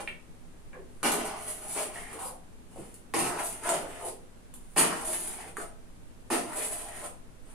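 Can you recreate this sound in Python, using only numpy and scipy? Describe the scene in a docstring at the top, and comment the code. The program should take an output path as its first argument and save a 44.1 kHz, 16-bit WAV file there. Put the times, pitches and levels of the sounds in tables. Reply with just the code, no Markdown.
"""In a small hard-walled kitchen, a steel spoon stirs thickened milk in a steel pan on a stove.
On each of four rounds the spoon lands with a knock, judders over the base and hisses along the wall.
Its tiny slips make the pan ring. Then it lifts out with a slosh and the milk drips back;
sloshes and drips are little pockets of air ringing in the milk. Under it all lies a low hum."""
import sys
import numpy as np
from scipy import signal
from scipy.fft import rfft, irfft, next_fast_len
from scipy.io import wavfile
from scipy.ndimage import map_coordinates

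SR = 44100
rng = np.random.default_rng(int(sys.argv[2]) if len(sys.argv) > 2 else 0)


def transcribe(u):
    """Save the signal u as a 16-bit wav file named by the first command-line argument.

    u: samples, shape (n,) or (channels, n), limited to [-1, 1]; the rate is SR.
    q: integer samples, one column per channel.
    """
    v = np.clip(np.atleast_2d(u).T, -1, 1)
    q = np.round(v * 32767).astype(np.int16)
    wavfile.write(sys.argv[1], SR, q)


N = 332493


def amp(db):
    """Turn decibels into a gain."""
    return 10 ** (np.asarray(db) / 20)


def unit(x):
    """Scale a signal to an average power of 1."""
    return x / np.sqrt(np.mean(x ** 2) + 1e-20)


def along(points, hz):
    """Read between (pitch_hz, value) points on a log pitch scale."""
    pitches, values = np.transpose(points)
    return np.interp(np.log(hz + 1), np.log(pitches + 1), values)


def wobble(rate):
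    """A smooth curve through rate random values a second."""
    return map_coordinates(rng.standard_normal(N // 16), [np.arange(N) * rate / SR], mode="wrap")


def swell(peak_s, rise_s, fall_s):
    """A bell-shaped curve with its own rise and fall times."""
    t = np.arange(N) / SR - peak_s
    return np.exp(-.5 * np.minimum((t / np.where(t < 0, rise_s, fall_s)) ** 2, 100))


def add(track, start_s, sound):
    """Mix a sound into a track."""
    part = track[max(round(start_s * SR), 0):][:len(sound)]
    part += sound[:len(part)]


def filtered(x, response):
    """Give each frequency the gain that response(hz) asks for."""
    n = x.shape[-1]
    size = next_fast_len(n + SR // 4)
    return irfft(rfft(x, size) * response(np.fft.rfftfreq(size, 1 / SR)), size)[..., :n]


def moving_band(x, centre_hz, boost_db, octaves):
    """Boost a band of pitches whose centre moves over time."""
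    hz, t, spectrum = signal.stft(x, SR, nperseg=512)
    away = np.log2((hz[:, None] + 1) / np.interp(t, np.arange(N) / SR, centre_hz)) / octaves
    return signal.istft(spectrum * amp(boost_db / (1 + away ** 2)), SR, nperseg=512)[1][:N]


def stereo(noise, likeness):
    """Blend two noises into left and right: likeness 1 is identical, 0 unrelated."""
    turn = lambda hz: np.arccos(np.clip(along(likeness, hz), -1, 1)) / 2
    mid, side = filtered(noise, lambda hz: np.array([np.cos(turn(hz)), np.sin(turn(hz))]))
    return np.array([mid + side, mid - side])


# The tone of the room's noise (levels in all tables are relative): pitch_hz, level_db
ROOM_TONE = [(12, 3), (21, 6), (45, -32), (72, -12), (125, -16.5), (165, -10.5), (215, -15), (310, -17),
             (690, -23.5), (1700, -30.5), (5300, -39.5), (9700, -35), (12500, -45), (15500, -53)]
# How alike that noise is left and right: pitch_hz, likeness
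ROOM_LIKENESS = [(60, 0.12), (240, 0.46), (950, -0.11), (3770, 0.012), (15000, -0.069)]
# The notes of the hum: pitch_hz, level_db
HUM_NOTES = [(101.5, -66.5), (245, -66.5), (52, -63)]
def rumble_and_hum():
    """The room rumbles and faintly hisses, and a low hum wavers."""
    noise = stereo(rng.standard_normal((2, N)), ROOM_LIKENESS)
    rumble = unit(filtered(noise, lambda hz: amp(along(ROOM_TONE, hz))))
    t, hum = np.arange(N) / SR, np.zeros(N)
    for hz, db in HUM_NOTES:
        hum += amp(db + 2.4 * wobble(8)) * np.sqrt(2) * np.sin(2 * np.pi * hz * t + .8 * wobble(9))
    return amp(-49) * rumble + hum


# Strokes, from a light glide to a hard scrape: peak_s, edge_db, pan_db, rise_s, fall_s
SPOON_SWEEPS = [(0.0, -30.5, -37, .01, 0.0069), (.95, -63, -88, 0.053, 0.082),
                (1.125, -28, -35, 0.0095, 0.023), (1.255, -30, -44, 0.0086, 0.011),
                (1.426, -43, -77.5, 0.047, 0.069), (1.525, -36.5, -74, 0.076, 0.065),
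                (1.72, -33.5, -59, 0.054, 0.046), (1.781, -29, -39, 0.024, 0.038),
                (2.01, -42.5, -50, 0.051, 0.019), (2.78, -51, -58.5, 0.044, 0.09),
                (3.195, -37, -51, .01, 0.015), (3.392, -31, -38.5, .006, 0.014),
                (3.46, -31.5, -59, 0.047, 0.048), (3.661, -32, -43, 0.024, 0.022),
                (3.693, -33.5, -36.5, 0.017, 0.073), (4.788, -15, -47, 0.012, 0.013),
                (4.945, -50, -44.5, 0.017, 0.075), (5.075, -36.5, -48, 0.027, 0.026),
                (5.135, -28, -46, 0.028, 0.017), (5.25, -34.5, -58, 0.24, 0.079),
                (5.618, -38.5, -47, 0.03, 0.0081), (6.595, -32.5, -48.5, 0.04, 0.088),
                (6.765, -34.5, -54, 0.17, 0.067), (7.51, -56, -63, 0.046, .04)]
def sweeping(base_extra_db=2):
    """The spoon leans on the steel in passing, putting power into base, wall and its own edge."""
    power = np.zeros((3, N))
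    for peak_s, edge_db, pan_db, rise_s, fall_s in SPOON_SWEEPS:
        gains = amp([[pan_db + base_extra_db], [pan_db], [edge_db]])
        power += (gains * swell(peak_s, rise_s, fall_s)) ** 2
    return power


def slips(rate, scatter_db, rub):
    """Steel sticks and slips: about rate uneven catches a second, plus some smooth rubbing."""
    catches = (rng.random(N) < rate / SR) * amp(scatter_db * np.clip(rng.standard_normal(N), -2, 2))
    catches *= rng.choice([-1, 1], N)
    return unit(unit(catches) + rub * rng.standard_normal(N))


def coloured(force, tone, peaks, size=8192):
    """Turn a push into sound with a broad tone from which narrow peaks stand out."""
    hz = np.fft.rfftfreq(size, 1 / SR)
    boost = sum(amp(db) / (1 + (2 * (hz - pitch) / width) ** 2) for pitch, width, db in peaks)
    cepstrum = irfft(np.log(amp(along(tone, hz)) * (1 + boost)))
    cepstrum[1:size // 2] *= 2  # these two lines make the sound come after the push, never before
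    cepstrum[size // 2:] = 0
    response = irfft(np.exp(rfft(cepstrum)))
    return signal.fftconvolve(force, response / np.linalg.norm(response))[:N]


# The tones of the pan's base and wall, the spoon's edge, and steel biting steel: pitch_hz, level_db
BASE_TONE = [(60, -40), (120, -28.5), (170, -16.5), (260, -3.5), (370, 0), (520, -8.5), (680, -1.5),
             (1000, -1), (2000, -37.5)]
WALL_TONE = [(250, -26), (420, 1.5), (525, -12.5), (660, -4), (1000, -3.5), (1330, 1.5), (1600, -4),
             (2100, -1.5), (3000, -2.5), (4200, -18.5), (7000, -11), (12000, -62)]
EDGE_TONE = [(1500, -49), (3500, -15), (5500, -18.5), (7200, -7), (8200, -3.5), (9100, -1.5), (10500, -1.5),
             (11300, -7), (12300, -14), (15000, -18.5)]
BITE_TONE = [(1200, -8), (2800, -5), (4200, 6.5), (7500, 2), (11000, -15), (15000, -23)]
# The notes that the pan rings at: pitch_hz, width_hz, level_db
PAN_NOTES = [(168, 43, 12), (237, 12, 5), (317, 33, -13), (361, 21, 2.5), (481, 42, -2), (617.5, 10.7, 12),
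             (696, 60, -2), (803, 34, -15), (890, 45, -35), (1007, 60, -6.5), (1318, 14, -11),
             (1894, 140, -8.5), (2434, 55, -11), (2840, 180, -45)]
# Narrow peaks that give the scraping hiss a grainy, rippled colour: pitch_hz, width_hz, level_db
HISS_RIPPLES = [(3670, 75, -5), (4370, 100, -3), (4880, 120, -3), (5750, 70, -8), (6050, 60, -5),
                (6760, 60, -7), (7830, 50, -8), (8920, 110, -6), (9350, 110, -7), (9690, 100, -8),
                (10080, 110, -7), (11600, 80, -4), (14300, 160, -3), (14800, 80, -3)]
def scraping():
    """Tiny slips shake the milk-damped base, the wall and the spoon's bright edge."""
    base, wall, edge = np.sqrt(sweeping() + stirring())
    judder = unit(amp(1.16 * wobble(130) + 1.92 * wobble(35)))  # the spoon skips as it drags
    on_base = amp(-3.5) * base * judder * slips(rate=460, scatter_db=2, rub=0.35)
    on_wall = amp(1) * wall * judder * slips(rate=800, scatter_db=2, rub=0.3)
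    on_edge = amp(-3) * edge * judder * slips(rate=750, scatter_db=6, rub=0.3)
    pan = coloured(on_base, BASE_TONE, PAN_NOTES) + coloured(hollow(on_wall), WALL_TONE, PAN_NOTES)
    spoon = coloured(rolling(on_edge), EDGE_TONE, HISS_RIPPLES)
    # the edge bites the steel more the harder it presses, levelling off under the hardest pressure
    cutting = np.tanh((wall + base) / amp(-17.5)) ** 1.085
    bite = amp(-31) * cutting * judder * slips(rate=990, scatter_db=8, rub=0.65)
    return pan + spoon + coloured(bite, BITE_TONE, HISS_RIPPLES)


def bubble(t, hz, ring_s, rise, opening_cycles=.55):
    """An air pocket swells in its first cycle, then rises in pitch as it fades 60 dB in ring_s."""
    opening = 1 - np.exp(-(t * hz / opening_cycles) ** 2)
    glide = 1 + rise * np.minimum(t / ring_s, 1)
    return opening * np.sin(2 * np.pi * hz * t * glide) * amp(-60 * t / ring_s)


# Milk sloshes, and the pan wall's faint ring near 1.9 kHz before lifts:
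# peak_s, level_db, pitch_hz, half_length_s, pitch_spread
SLOSHES_AND_WALL_RINGS = [(.005, -38, 714, 0.013, 0.31), (.745, -45, 940, 0.014, 0.48),
                          (.78, -44, 450, 0.016, 0.13), (1.06, -38, 835, 0.019, 0.47),
                          (1.11, -52, 1350, .06, 0.2), (1.15, -37, 435, 0.033, 0.23),
                          (1.33, -41.5, 1080, 0.045, 0.19), (1.68, -48, 770, 0.036, 0.052),
                          (1.794, -44.5, 736, 0.028, 0.34), (1.855, -49.5, 447, .022, 0.21),
                          (2.03, -46.5, 2020, 0.086, 0.082), (2.15, -42, 404, 0.015, 0.19),
                          (2.305, -44.5, 760, 0.017, 0.14), (2.786, -40, 399, 0.013, 0.45),
                          (2.85, -55, 460, .008, 0.13), (3.19, -39.5, 173, 0.031, 0.29),
                          (3.3, -32.5, 1137, .035, 0.34), (3.389, -33.5, 1116, 0.028, 0.27),
                          (3.655, -34.5, 1290, .014, 0.18), (3.715, -31, 696, 0.024, 0.053),
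                          (3.73, -47.5, 192, .03, 0.19), (3.84, -40, 784, 0.026, 0.416),
                          (3.91, -53, 1880, 0.067, 0.049), (4.8, -39.5, 210, 0.0198, .2),
                          (4.93, -31.5, 1276, .019, 0.2), (5.02, -39.5, 1063, .025, 0.24),
                          (5.085, -39.5, 650, .027, 0.048), (5.138, -39, 2520, .013, 0.24),
                          (5.43, -51, 1910, 0.033, 0.11), (5.605, -40, 722, 0.021, 0.13),
                          (6.33, -37.5, 528, .018, 0.23), (6.36, -33, 694, 0.02, 0.077),
                          (6.53, -39, 1163, 0.036, 0.32), (6.57, -41, 471, .022, 0.26),
                          (6.618, -39, 2470, 0.02, 0.2), (6.64, -47, 820, 0.033, 0.28),
                          (6.87, -47, 810, .04, 0.11), (6.95, -50, 1950, .07, 0.066)]
def sloshes_and_wall_rings(ring_cycles=27, count=36, lead_s=.25):
    """Swarms of short pings around one pitch: air pockets in thick milk, or the pan wall ringing."""
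    # milk gulps shut over the spoon after each landing, and pours off it just before each lift
    gulps = [(s + 0.037, -36, hz, .02, 0.163) for s, *_, hz in SPOON_LANDINGS]
    pours = [(s - half_s, db, hz, half_s, .27) for s, _, db, hz, half_s in SPOON_LIFTS]
    out, t = np.zeros(N), np.arange(SR // 16) / SR
    for peak_s, db, hz, half_s, spread in SLOSHES_AND_WALL_RINGS + gulps + pours:
        swarm = np.zeros(SR // 2)
        moments = np.linspace(-2, 2, count) + rng.normal(0, 0.0481, count)
        detunes = rng.permutation(np.sqrt(3) * np.linspace(-1, 1, count))
        for when, detune in zip(moments, detunes):
            pitch = hz * np.exp(spread * (detune - .5 * when))  # the swarm sinks in pitch
            ping = bubble(t, pitch, ring_cycles / pitch, rise=0.0076)
            add(swarm, lead_s + when * half_s, np.exp(-when ** 2 / 2) * ping)
        swarm *= amp(db) * np.sqrt(2 * half_s * SR) / np.linalg.norm(swarm)
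        add(out, peak_s - lead_s, swarm[max(round((lead_s - peak_s) * SR), 0):])
    return out


# Drops and single air pockets: start_s, level_db, pitch_hz, ring_s
MILK_DROPS = [(0.0754, -9.5, 2310, 0.0048), (.0766, -20, 2450, 0.0029), (0.0776, -12, 2350, 0.0055),
              (0.732, -32.5, 1630, 0.017), (.731, -35.5, 2280, 0.014), (1.958, -28, 1880, 0.037),
              (2.7605, -23, 614, 0.01), (3.139, -16, 1084, 0.029), (3.1385, -15.5, 2020, 0.015),
              (3.962, -39, 1890, 0.035), (4.766, -23, 900, 0.016), (5.5688, -10.5, 1450, 0.0058),
              (5.574, -21.5, 1270, 0.032), (5.5785, -30, 1770, 0.014), (5.582, -23, 420, 0.032)]
def dripping():
    """Each drop of milk plops as one bubble, and so does the air trapped by each landing."""
    out, t = np.zeros(N), np.arange(SR // 10) / SR
    trapped = [(s + 0.01167, -19.5, 337, .06) for s, *_ in SPOON_LANDINGS]
    for start_s, db, hz, ring_s in MILK_DROPS + trapped:
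        add(out, start_s, amp(db) * bubble(t, hz, ring_s, rise=0.043))
    return out


# The spoon hitting the pan: start_s, pan_db, spoon_db, tick_db
SPOON_KNOCKS = [(.076, -55, -39, -52), (1.03, -17.5, -18, -33), (1.118, -35, -10, -34),
                (1.141, -15.5, -19.5, -29), (1.762, -28, -39, -42), (2.13, -32, -30, -36),
                (2.253, -54, -26, -35), (2.276, -55, -32, -30), (2.942, -46, -35, -32.5),
                (3.138, -18.5, -20, -23), (3.243, -15.5, -20, -25), (3.382, -40, -31, -36),
                (3.691, -17, -12.5, -39), (4.084, -55, -25, -36), (4.539, -41.5, -29.5, -27),
                (4.762, -20.5, -22, -23), (5.569, -46, -26, -36), (6.302, -23, -24, -32),
                (7.048, -47, -42, -33)]
# The tone of the dry tick of steel on steel: pitch_hz, level_db
TICK_TONE = [(1500, -11), (4000, 4), (9000, -1.5), (15000, -1.5)]
def knocking(bounce_s=0.011, tick_s=0.0013, dull_above_hz=1730):
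    """Steel bounces briefly on steel with a dry tick; the milk film dulls the blow to the pan."""
    t = np.arange(SR // 20) / SR
    on_wall, on_edge, ticks = np.zeros((3, N))
    milk_film = signal.butter(2, dull_above_hz, fs=SR)
    for start_s, pan_db, spoon_db, tick_db in SPOON_KNOCKS:
        chatter = amp(-60 * t / bounce_s) * rng.standard_normal(len(t))
        add(on_wall, start_s, amp(pan_db) * signal.lfilter(*milk_film, chatter))
        add(on_edge, start_s, amp(spoon_db) * chatter)
        add(ticks, start_s, amp(tick_db - 60 * t / tick_s) * rng.standard_normal(len(t)))
    spoon = coloured(on_edge, EDGE_TONE, HISS_RIPPLES) + coloured(ticks, TICK_TONE, HISS_RIPPLES)
    return coloured(on_wall, WALL_TONE, PAN_NOTES) + spoon


# Each round starts as the spoon lands hard, holds its pressure and eases off:
# start_s, base_db, wall_db, edge_db, hold_s, pan_ease_db_per_s, edge_ease_db_per_s, gulp_hz
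SPOON_LANDINGS = [(1.029, -30.5, -30.5, -26.5, 0.015, 58, 96, 341),
                  (3.14, -29, -34.5, -28, 0.051, 73, 78, 279),
                  (4.763, -25, -28.5, -22, 0.047, 155, 284, 308),
                  (6.304, -30.5, -35, -26.5, 0.04, 170.5, 282, 324)]
# Each round ends as the edge slides up the wall and milk pours off:
# lift_s, edge_db, slosh_db, slosh_hz, slosh_half_length_s
SPOON_LIFTS = [(2.276, -34.5, -40, 873, 0.051), (4.084, -37, -37, 707, 0.032),
               (5.479, -69, -45.5, 730, 0.018), (7.059, -40.5, -39.5, 793, 0.019)]
def stirring(attack_s=0.0008, release_s=0.03, load_db_per_s=2):
    """The spoon lands, drags lightly and lifts, putting power into base, wall and its own edge."""
    t, power = np.arange(N) / SR, np.zeros((3, N))
    for landing, (lift_s, lift_db, *_) in zip(SPOON_LANDINGS, SPOON_LIFTS):
        start_s, base_db, wall_db, edge_db, hold_s, pan_ease, edge_ease, _ = landing
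        touching = np.clip((t - start_s) / attack_s, 0, 1) * np.clip(1 - (t - lift_s) / release_s, 0, 1)
        eased_s = np.maximum(t - start_s - hold_s, 0)
        blow_db = 6.5 * swell(start_s, 0.0073, 0.0073)  # the first blow drives the base harder
        press = amp([base_db + blow_db - pan_ease * eased_s,
                     wall_db - pan_ease * eased_s,
                     edge_db - edge_ease * eased_s])
        load_db = load_db_per_s * (t - lift_s)  # milk piles up before the spoon and loads the pan
        drag = amp([-55 + load_db, -50.5 + load_db, np.full(N, -48.5)])
        power += touching ** 2 * (press ** 2 + drag ** 2)
        power[2] += (amp(lift_db) * swell(lift_s, rise_s=0.055, fall_s=0.0031)) ** 2  # edge only
    return power


# The spoon rolls onto its tip at the far wall and on the way out: peak_s, half_length_s
ROLLS_TO_TIP = [(1.563, .13), (2.288, 0.042), (3.46, 0.04), (4.095, 0.029), (5.16, 0.076), (6.622, 0.09)]
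def rolling(force, hiss_hz=8930, climb_octaves=0.27):
    """The spoon's hiss climbs in pitch as it rolls from its side to its tip."""
    on_tip = sum(swell(s, half_s, half_s) for s, half_s in ROLLS_TO_TIP)
    centre_hz = hiss_hz * 2 ** (.04 * wobble(22) + climb_octaves * on_tip)
    return moving_band(force, centre_hz, boost_db=5.5, octaves=.08)


# When the hollow in the milk is deepest, once a round: peak_s
DEEPEST_MOMENTS = [1.87, 3.8, 5.16, 6.66]
def hollow(force, pitch_hz=794, sink_octaves=0.28):
    """The hollow behind the spoon boosts a band of pitches that sinks as it deepens."""
    depth = sum(swell(s, 0.14, 0.14) for s in DEEPEST_MOMENTS)
    centre_hz = pitch_hz * 2 ** (.15 * wobble(9.1) - sink_octaves * depth)
    return moving_band(force, centre_hz, boost_db=9, octaves=.19)


# The tone of the straight path out of the pan: pitch_hz, level_db
DIRECT_TONE = [(300, -3.5), (1500, -5.5), (4000, -10), (9000, -11.5)]
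def direct_sound(x, lag_s=2.5e-5):
    """Sound straight from the pan reaches the microphone's left side just after its right."""
    direct = filtered(x, lambda hz: amp(along(DIRECT_TONE, hz)))
    return filtered(direct, lambda hz: np.exp(1j * np.pi * hz * lag_s * np.array([[-1], [1]])))


# How long the echo takes to fade by 60 dB: pitch_hz, fade_s
ECHO_FADES = [(150, 0.65), (400, 0.5), (900, 0.39), (2200, 0.31), (5500, 0.31), (14000, 0.25)]
# How alike the echo is left and right: pitch_hz, likeness
ECHO_LIKENESS = [(100, 0.76), (290, 0.73), (640, 0.26), (1400, 0)]
def kitchen_echo(x, shift_s=.35):
    """Hard walls return a dense echo whose pattern shifts as the spoon circles the pan."""
    hop = round(shift_s * SR)
    crossfade = np.sin(np.pi * np.arange(2 * hop) / (2 * hop))
    padded, out = np.pad(x, (hop, 2 * hop)), np.zeros((2, N + hop))
    for start in range(0, N + hop, hop):
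        noise = stereo(rng.standard_normal((2, SR // 2)), ECHO_LIKENESS)
        hz, t, spectrum = signal.stft(noise, SR, nperseg=256)
        fading = amp(-60 * t / along(ECHO_FADES, hz)[:, None])
        tail = signal.istft(spectrum * fading, SR, nperseg=256)[1]
        piece = padded[start:][:2 * hop] * crossfade
        echo = signal.fftconvolve(piece[None], tail / np.linalg.norm(tail[0]), axes=1)
        for track, side in zip(out, echo):
            add(track, start / SR, side)
    return out[:, hop:]


def scene():
    """Spoon, pan and milk in the kitchen; the open milk faces the microphone, so it echoes less."""
    milk_and_rings = amp(-3) * sloshes_and_wall_rings() + amp(-2.5) * dripping()
    pan = scraping() + knocking() + milk_and_rings
    in_kitchen = direct_sound(pan) + amp(-2) * kitchen_echo(pan)
    return in_kitchen + amp(-23) * milk_and_rings + rumble_and_hum()


def record(dry):
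    """The microphone keeps nothing above its highest pitch."""
    return filtered(dry, lambda hz: hz < 15550)


dry = scene()
out = record(dry)
transcribe(out)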